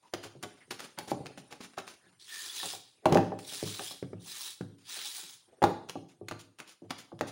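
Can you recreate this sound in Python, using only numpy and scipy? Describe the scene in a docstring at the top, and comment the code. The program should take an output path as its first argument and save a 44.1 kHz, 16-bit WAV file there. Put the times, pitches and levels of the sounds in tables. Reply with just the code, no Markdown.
"""Wire ticks, raspy sweeps and hollow knocks: a whisk beats thick batter in a plastic bowl, close to a phone.
Wires hit, drag along and sweep round the wall as shaped friction noise; some squeak or ring free.
The bowl knocks as a bank of decaying modes, shuffles, and thuds low on a stone worktop.
A small hard kitchen answers with noise tails, over a patchy background noise and faint microphone hiss."""
import sys
import numpy as np
from scipy import signal
from scipy.fft import rfft, irfft, next_fast_len
from scipy.io import wavfile
from scipy.ndimage import uniform_filter1d, map_coordinates

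SR = 44100
rng = np.random.default_rng(int(sys.argv[2]) if len(sys.argv) > 2 else 0)


def invert_db(x):
    """Field ratio 10**(x/20) for x, a level in decibels (scalar or array-like)."""
    u = np.asarray(x, float) / 20
    return 10 ** u


def waveform_to_disk(signal):
    """Save audio, clipped to [-1, 1], as 16-bit WAV at the path in sys.argv[1]."""
    frames = np.transpose(np.atleast_2d(signal))
    scaled = np.clip(frames, -1, 1) * 32767
    samples = np.round(scaled).astype(np.int16)
    wavfile.write(sys.argv[1], SR, samples)


N = 322371  # length [samples]

# colour of steel through batter: (frequency [Hz], level [dB per Hz])
SLAP_COLOUR = [(88, -41.5), (150, -1), (383, -1), (674, -7.5), (1500, -3.5), (1650, -6.5), (2910, -6),
               (5440, -8.5), (7430, -10.5), (8190, -21.5), (9030, -9), (11900, -21), (15900, -19.5)]


def unit(x):
    """Scaled to rms 1."""
    return x / np.sqrt(np.mean(x ** 2) + 1e-20)


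def along(points, hz):
    """(Hz, value) points read on a log frequency axis."""
    f, v = np.transpose(points)
    return np.interp(np.log(hz + 1), np.log(f + 1), v)


def wobble(rate):
    """A smooth random curve, rate knots a second."""
    knots = rng.standard_normal(int(N * rate / SR) + 4)
    return map_coordinates(knots, [np.arange(N) * rate / SR])


def filtered(x, response):
    """x times a response of frequency."""
    m = next_fast_len(x.shape[-1] + 8192)
    spectrum = rfft(x, m) * response(np.fft.rfftfreq(m, 1 / SR))
    return irfft(spectrum, m)[..., :x.shape[-1]]


def resonant(x, centre_hz, width_hz):
    """x through two equal resonances in a row, scaled to rms 1."""
    def response(hz):
        band = hz * width_hz
        return (band / (centre_hz ** 2 - hz ** 2 + 1j * band)) ** 2
    return unit(filtered(x, response))


def grit(spiky_db):
    """Dense friction grains: noise whose size jumps from catch to catch."""
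    return unit(rng.standard_normal(N) * invert_db(spiky_db * wobble(600)))


def patchy(x, depth_db):
    """x with a random gain that differs from band to band and moment to moment, scaled to rms 1."""
    z = signal.stft(np.pad(x, (0, 512)), nperseg=512)[2]
    across_bands = uniform_filter1d(rng.standard_normal(z.shape), size=7, axis=0)
    patches = uniform_filter1d(across_bands, size=5, axis=1)
    return unit(signal.istft(z * invert_db(depth_db * unit(patches)), nperseg=512)[1][:N])


def halves(x, spectrum, split_hz):
    """x in a colour, parted into a dull and a bright half that add up to rms 1."""
    whole = unit(filtered(x, lambda hz: invert_db(along(spectrum, hz))))
    dull = filtered(whole, lambda hz: 1 / (1 + (hz / split_hz) ** 3))
    return dull, whole - dull


def knocks():
    """A blow is one short push; it rings the modes near its centre most, and each ring flutters at random."""
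    # blows into the bowl: (time [s], level [dB], centre of the blow [Hz])
    hits = [(0.137, -25, 560), (0.2512, -37, 523), (0.3535, -37.5, 285), (0.428, -31.5, 905),
            (0.4406, -32, 490), (0.681, -46, 218), (0.7166, -35, 500), (0.9932, -32, 555),
            (1.0765, -36.5, 664), (1.118, -19, 463), (1.2056, -30.5, 256), (1.267, -48, 700),
            (1.3781, -36.5, 416), (1.5249, -33.5, 850), (1.778, -26.5, 870), (2.069, -52.5, 195),
            (2.6324, -26.5, 700), (2.7366, -32.5, 656), (3.0594, -6.5, 526), (3.1236, -9, 422),
            (3.1565, -7.5, 450), (3.173, -15.5, 604), (3.1833, -11, 484), (3.321, -21.5, 590),
            (3.5246, -36, 423), (3.629, -21.5, 287), (3.795, -25.5, 825), (3.9116, -34, 676),
            (4.028, -23.5, 240), (4.1323, -28.5, 260), (4.6103, -26.5, 256), (4.968, -38.5, 626),
            (5.232, -48.5, 305), (5.6203, -17.5, 510), (5.6274, -10.5, 504), (5.6402, -8, 607),
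            (5.957, -25, 430), (6.2144, -30.5, 340), (6.3121, -25.5, 538), (6.6059, -41, 1060),
            (6.8215, -39, 350), (6.909, -27.5, 1160), (7.119, -36, 710), (7.1286, -34, 328),
            (7.211, -17.5, 493)]
    # modes of the plastic bowl: (frequency [Hz], level [dB], t60 [s])
    modes = [(133.6, 4, 0.46), (178.8, 4.5, 0.38), (278.7, -2.5, 0.38), (342.4, 1.5, 0.18),
             (414.7, -2.5, 0.26), (481, -9.5, 0.18), (555.5, -5.5, 0.17), (619, -0.5, 0.093),
             (728.4, -4.5, 0.15), (787, 4.5, 0.072), (850, -7.5, 0.15), (1046, -11.5, 0.061),
             (1141, -2.5, 0.12), (1347, -28, 0.23), (1550, -3.5, 0.024), (1750, -10, 0.13)]
    out, t = np.zeros(N + SR), np.arange(SR * 2 // 5) / SR
    hz, level_db, t60 = np.transpose(modes)[..., None]
    # 40 overlapping triangles join random values into a curve
    knots = np.clip(1 - abs(t / t[-1] * 39 - np.arange(40)[:, None]), 0, 1)
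    # the bowl rocks back once after each blow, about 13 ms later, softer and duller
    late = rng.standard_normal((len(hits), 2))
    rebounds = [(s + 0.013 * (1 + 0.2 * a), db - 14.5 + 3 * b, centre_hz * 0.68)
                for (s, db, centre_hz), (a, b) in zip(hits, late)]
    blows = hits + rebounds
    chance = rng.standard_normal((len(blows), len(modes), 2 + len(knots)))
    for (s, db, centre_hz), draw in zip(blows, chance):
        # a light blow is cushioned by batter: weak first contact, slow swell (0 to 2/3)
        cushion = 1 / (1.5 + np.exp((db + 34.5) / 3))
        near_db = -5 * np.log2(hz / centre_hz) ** 2 + 1.1 * draw[:, :1]
        flutter = 1 + 1.14 * draw[:, 2:] @ knots
        swing = np.sin(2 * np.pi * hz * t + 1.03 * draw[:, 1:2])
        ring = (flutter * invert_db(level_db + near_db - 60 * t / t60) * swing).sum(0)
        ring *= 1 - np.exp(-t / (0.00079 + 0.004 * cushion))
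        ring *= 1 + 0.85 * np.exp(-t / 0.013)  # the hand damps the first swing fast
        push_hz = centre_hz + 120  # the first contact is harder than the ring that follows
        cycles = t * push_hz
        push = 15 * np.sin(2 * np.pi * cycles) * cycles ** 2 * np.exp(-cycles / 0.3)
        start = round((s - 0.6 / push_hz) * SR)  # the push is strongest near s
        out[start:][:len(t)] += invert_db(db) * (invert_db(-7.5 * cushion) * push + invert_db(-20) * ring)
    return out[:N]


def ticks():
    """A wire tick is a short burst; a glancing one is brighter, a cushioned one loses its middle too."""
    # single wires meeting the wall: (time [s], level [dB], treble tilt [dB])
    taps = [(0.13, -43.5, -20), (0.138, -21.5, -9.5), (0.238, -36.5, -13), (0.428, -43, 9.5),
            (0.4349, -27, -12), (0.7084, -38.5, -8.5), (0.716, -42.5, 4.5), (0.795, -36.5, -6),
            (0.804, -38, -4), (0.9876, -30.5, 2.5), (1.084, -33.5, -21), (1.2594, -32, -11.5),
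            (1.2665, -37, -9), (1.3762, -39, -14), (1.5261, -37.5, -7), (1.6058, -34.5, -18.5),
            (1.7357, -46, -6.5), (1.779, -29, -33.5), (1.784, -32, -3), (1.8784, -41, -6.5),
            (3.057, -15, -14), (3.125, -18, -11.5), (3.1471, -21.5, -11.5), (3.155, -26, -17),
            (3.1727, -14, -20.5), (3.3899, -38, 0.5), (3.7945, -33, -5.5), (4.028, -35, -20.5),
            (4.133, -41, -19.5), (4.6108, -37.5, -16.5), (5.6219, -20, -21), (5.628, -32, -7),
            (5.6401, -14.5, -13.5), (5.89, -38, -7), (5.8965, -30, -1.5), (6.2849, -29.5, -2.5),
            (6.3123, -21.5, -16), (6.5875, -44, 1.5), (6.6022, -39, -7.5), (6.67, -50, -11),
            (6.9066, -27.5, -7.5), (6.9083, -37, -7), (7.192, -44.5, -5), (7.2109, -17.5, -16)]
    dull, bright = halves(grit(spiky_db=3), SLAP_COLOUR, split_hz=4500)
    deep = filtered(dull, lambda hz: 1 / (1 + (hz / 1900) ** 4))
    out, t = np.zeros(N), np.arange(SR // 40) / SR
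    shape = (1 - np.exp(-t / 0.00035)) * (invert_db(-60 * t / 0.013) + 0.14 * invert_db(-60 * t / 0.073))
    shape /= shape.max()
    # a neighbouring wire follows each tick by 3.5 to 10.5 ms, softer
    late = rng.random((len(taps), 2))
    after = [(s + 0.007 * (0.5 + a), db - 19 + 8 * (b - 0.5), tilt_db)
             for (s, db, tilt_db), (a, b) in zip(taps, late)]
    for s, db, tilt_db in taps + after:
        start = round((s - 0.0008) * SR)
        at = slice(start, start + len(t))
        middle = invert_db(1.5 * min(tilt_db + 9, 0)) * (dull[at] - deep[at])
        out[at] += invert_db(db) * shape * (deep[at] + middle + invert_db(tilt_db) * bright[at])
    return out


def sweeps():
    """Steel rasps round the wall in uneven surges; the wires sing on and off as they catch."""
    # long sweeps, one list each, pressure of the wires heard as level: (time [s], level [dB])
    strokes = [
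        [(2.17, -91), (2.2, -57), (2.285, -53), (2.305, -47), (2.506, -40.5), (2.63, -40), (2.76, -45.5),
         (2.838, -67), (2.95, -67.5)],
        [(3.385, -62), (3.5, -45.5), (3.66, -41), (3.918, -44.5), (4.02, -69)],
        [(4.195, -66), (4.286, -47), (4.406, -42.5), (4.508, -46), (4.6, -83)],
        [(4.8, -72), (4.896, -46.5), (4.98, -41.5), (5.15, -44.5), (5.336, -51.5), (5.444, -76.5), (5.5, -83)],
    ]
    # one value for each sweep: (treble tilt [dB])
    stroke_tilt_db = [-0.5, 1.5, 4, 1]
    # colour of steel on the wall, as the phone hears it: (frequency [Hz], level [dB per Hz])
    rasp_colour = [(180, -55), (300, -12.5), (418, -13.5), (537, -24), (799, -11), (1360, -9.5),
                   (1800, -12.5), (2640, -7.5), (3450, -0.5), (8050, -8), (9660, -5.5), (13500, -21.5),
                   (15100, -12), (15900, -7.5)]
    # resonances of the wires: (centre [Hz], width [Hz], relative level [dB])
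    wire_modes = [(1790, 400, -6), (2313, 350, -7.5), (3410, 200, -8), (3860, 320, -0.5)]
    t = np.arange(N) / SR
    s, db = np.concatenate(strokes).T
    tilt_points = np.repeat(stroke_tilt_db, [len(rows) for rows in strokes])
    tilt_db = np.interp(t, s, tilt_points) + 2 * wobble(12)  # the treble wavers at random
    touch = sum((t > rows[0][0]) & (t < rows[-1][0]) for rows in strokes)
    contact = uniform_filter1d(touch * 1., size=400)
    dull, bright = halves(patchy(grit(spiky_db=2.5), depth_db=2.5), rasp_colour, split_hz=6000)
    catches = grit(spiky_db=0.0)
    sing = sum(invert_db(mode_db + 3.4 * wobble(25)) * resonant(catches, centre_hz, width_hz)
               for centre_hz, width_hz, mode_db in wire_modes)
    rasp = dull + invert_db(tilt_db) * bright + invert_db(-14.0) * sing
    surge_db = 1.2 * wobble(60) + 1.2 * wobble(15)
    return contact * invert_db(np.interp(t, s, db) + surge_db) * rasp


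def drags():
    """The wires bite at once, rasp for a moment and slide off into the batter."""
    # short drags of the wires: (time [s], level [dB], time before the fade [s], treble tilt [dB])
    scrapes = [(0.024, -66.5, 0.057, -2.5), (0.229, -46, 0.015, -0.5), (0.413, -64, 0.013, -20),
               (0.57, -61, 0.056, -5), (0.705, -38, 0.0037, -2), (0.788, -50, 0.061, -1.5),
               (0.973, -44.5, 0.036, -23), (1.074, -51, 0.044, 3), (1.373, -64, 0.025, 10),
               (1.505, -47.5, 0.018, -2.5), (1.605, -50, 0.039, 1.5), (1.77, -45, 0.02, -7.5),
               (1.866, -54, 0.048, 3.5), (2.044, -64.5, 0.084, -8), (4.781, -66.5, 0.011, 10),
               (5.884, -51.5, 0.005, 1), (6.083, -62, 0.019, 4.5), (6.389, -57.5, 0.018, 8),
               (6.587, -50.5, 0.02, -3), (6.672, -58, 0.041, 6.5), (6.895, -49, 0.007, -5),
               (6.979, -52, 0.025, 4), (7.188, -55.5, 0.014, -5), (7.268, -53, 0.014, 8)]
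    dull, bright = halves(grit(spiky_db=1.5), SLAP_COLOUR, split_hz=2550)
    t, out = np.arange(N) / SR, np.zeros(N)
    for s, db, length, tilt_db in scrapes:
        at = slice(round(s * SR), round((s + 0.25) * SR))
        age = t[at] - s
        stroke = np.clip(age / 0.005, 0, 1) * np.exp(-np.clip(age - length, 0, None) / 0.022)
        out[at] += invert_db(db) * stroke * (dull[at] + invert_db(tilt_db) * bright[at])
    return out * invert_db(2.5 * wobble(70))


def squeaks():
    """A wire sticks and slips on the wet wall: a rough, flickering tone that starts quickly and fades."""
    # rough squeaks: (time [s], length [s], level [dB], centre [Hz], width [Hz])
    slips = [(0.03, 0.065, -67, 950, 200), (0.6, 0.053, -61, 1980, 700), (2.026, 0.08, -73, 1680, 250),
             (2.28, 0.19, -53.5, 1790, 171)]
    t, out = np.arange(N) / SR, np.zeros(N)
    for s, length, db, centre_hz, width_hz in slips:
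        tone = resonant(grit(spiky_db=0), centre_hz, width_hz)
        shape = np.clip(np.minimum((t - s) / 0.0075, (s + length - t) / 0.03), 0, 1)
        out += invert_db(db + 2.7 * wobble(29.53)) * shape * tone
    return out


def pings():
    """A freed wire rings briefly at one pitch."""
    # a wire springs free: (time [s], level [dB], pitch [Hz])
    releases = [(2.6, -36, 1790), (2.496, -32, 3410), (4.2, -59, 3730)]
    out, t = np.zeros(N), np.arange(SR // 10) / SR
    shape = invert_db(-60 * t / 0.046) * (1 - np.exp(-t / 0.0008))
    for s, db, hz in releases:
        out[round(s * SR):][:len(t)] += invert_db(db) * shape * np.sin(2 * np.pi * hz * t)
    return out


def thuds():
    """The stone answers the bowl's foot with one low note that swells and dies."""
    # the foot meets the worktop: (time [s], level [dB])
    bumps = [(0.137, -44.5), (0.2512, -45.5), (0.429, -49), (0.7168, -54), (0.979, -53), (1.2057, -49),
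             (1.779, -59), (2.632, -53.5), (2.735, -54), (3.0588, -27.5), (3.156, -25), (3.321, -38.5),
             (3.629, -32), (3.795, -48.5), (4.027, -46), (4.1321, -40), (4.6108, -35.5), (5.6277, -24.5),
             (5.9573, -47.5), (6.221, -40), (6.3126, -35.5), (6.8423, -46.5), (6.909, -55), (7.128, -45.5),
             (7.21, -36)]
    # note of the worktop: (frequency [Hz], t60 [s])
    stone_hz, stone_t60 = (105, 0.31)
    out, t = np.zeros(N + SR), np.arange(SR * 2 // 5) / SR
    boom = invert_db(-60 * t / stone_t60) * np.sin(2 * np.pi * stone_hz * t) * (1 - np.exp(-t / 0.017))
    for s, db in bumps:
        out[round(s * SR):][:len(t)] += invert_db(db) * boom
    return out[:N]


def shuffles():
    """The foot rubs and chatters on the stone, a low murmur of friction noise."""
    # the bowl shifts on the worktop: (time [s], length [s], level [dB])
    shifts = [(5.47, 0.21, -65.5), (1.135, .2, -55.5), (3.019, .05, -55.5), (3.071, 0.077, -32),
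              (5.642, 0.082, -35.5), (6.83, 0.046, -58)]
    # colour of the rub: (frequency [Hz], level [dB per Hz])
    rub_colour = [(150, -27.5), (260, -3.5), (380, 0), (700, -5.5), (1000, -18.5), (2500, -29.5),
                  (6000, -45)]
    t = np.arange(N) / SR
    stroke = sum(invert_db(db) * np.clip(np.minimum(t - s, s + length - t) / 0.023, 0, 1)
                 for s, length, db in shifts)
    chatter = invert_db(3.8 * wobble(60))
    rub = unit(filtered(grit(spiky_db=1.5), lambda hz: invert_db(along(rub_colour, hz))))
    return stroke * chatter * rub


def kitchen(x):
    """Each frequency of the room's answer dies at its own speed; a new random tail is drawn every 0.2 s."""
    # decay of the room: (frequency [Hz], t60 [s])
    decay = [(100, 0.49), (500, 0.55), (1500, 0.44), (4000, 0.59), (10000, 0.5)]
    out, step = np.zeros(N + 2 * SR), SR // 5
    for at in range(0, N, step):
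        hz, t, z = signal.stft(rng.standard_normal(SR // 2), SR, nperseg=256)
        tail = signal.istft(z * invert_db(-60 * t / along(decay, hz)[:, None]), SR, nperseg=256)[1]
        wet = signal.fftconvolve(x[at:at + step], tail / np.linalg.norm(tail))
        out[at + 180:][:len(wet)] += wet  # the answer comes 4 ms late
    return out[:N]


def hush():
    """Patchy background noise that rises and falls slowly, over the faint hiss of the microphone."""
    # background noise, rising and falling slowly: (time [s], level [dB])
    background_level = [(0, -69), (1.2, -64), (2.151, -67.5), (4.751, -69), (5.551, -68.5), (6.301, -72.5),
                        (7.31, -72)]
    # colour of the background: (frequency [Hz], level [dB per Hz])
    hush_colour = [(15, -52.5), (25, -23.5), (105, 3), (223, -7.5), (362, -3.5), (675, -11), (793, -8),
                   (4350, -12), (7880, -14), (9520, -7), (12500, -32), (15900, -21.5)]
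    s, db = np.transpose(background_level)
    level_db = np.interp(np.arange(N) / SR, s, db)
    background = invert_db(level_db) * patchy(rng.standard_normal(N), depth_db=3.5)
    hiss = invert_db(-78.0) * rng.standard_normal(N)
    return filtered(background + hiss, lambda hz: unit(invert_db(along(hush_colour, hz))))


def scene():
    """Bowl and whisk, their room and the quiet background, mixed to one channel."""
    bowl = knocks() + thuds() + shuffles()
    wire = ticks() + pings()
    rub = sweeps() + drags() + squeaks()
    wet = kitchen(invert_db(-9.5) * bowl + invert_db(-7) * wire + invert_db(-8) * rub)
    return (bowl + wire + rub + wet + hush())[None]


def suppressed(x, floor_db, depth_db):
    """The phone's noise suppressor turns down each band while it is near the floor."""
    z = signal.stft(np.pad(x, ((0, 0), (0, 512))), nperseg=512)[2]
    across_bands = uniform_filter1d(abs(z) ** 2, size=5, axis=1)
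    power = abs(uniform_filter1d(across_bands, size=3, axis=2))
    open_share = power / (power + invert_db(2 * floor_db))
    return signal.istft(z * invert_db(-depth_db * (1 - open_share)), nperseg=512)[1][:, :N]


def roll_off(x):
    """The treble ends steeply here."""
    return signal.sosfilt(signal.butter(12, 16650, fs=SR, output="sos"), x)


def record(dry):
    """The phone cuts the deep bass, ducks its noise floor and keeps nothing above its band limit."""
    low_cut = signal.butter(2, 90, "high", fs=SR, output="sos")
    heard = suppressed(signal.sosfilt(low_cut, dry), floor_db=-88.5, depth_db=10.5)
    mix = filtered(heard, lambda hz: hz < 15800)
    return roll_off(mix)


dry = scene()
out = record(dry)
waveform_to_disk(out)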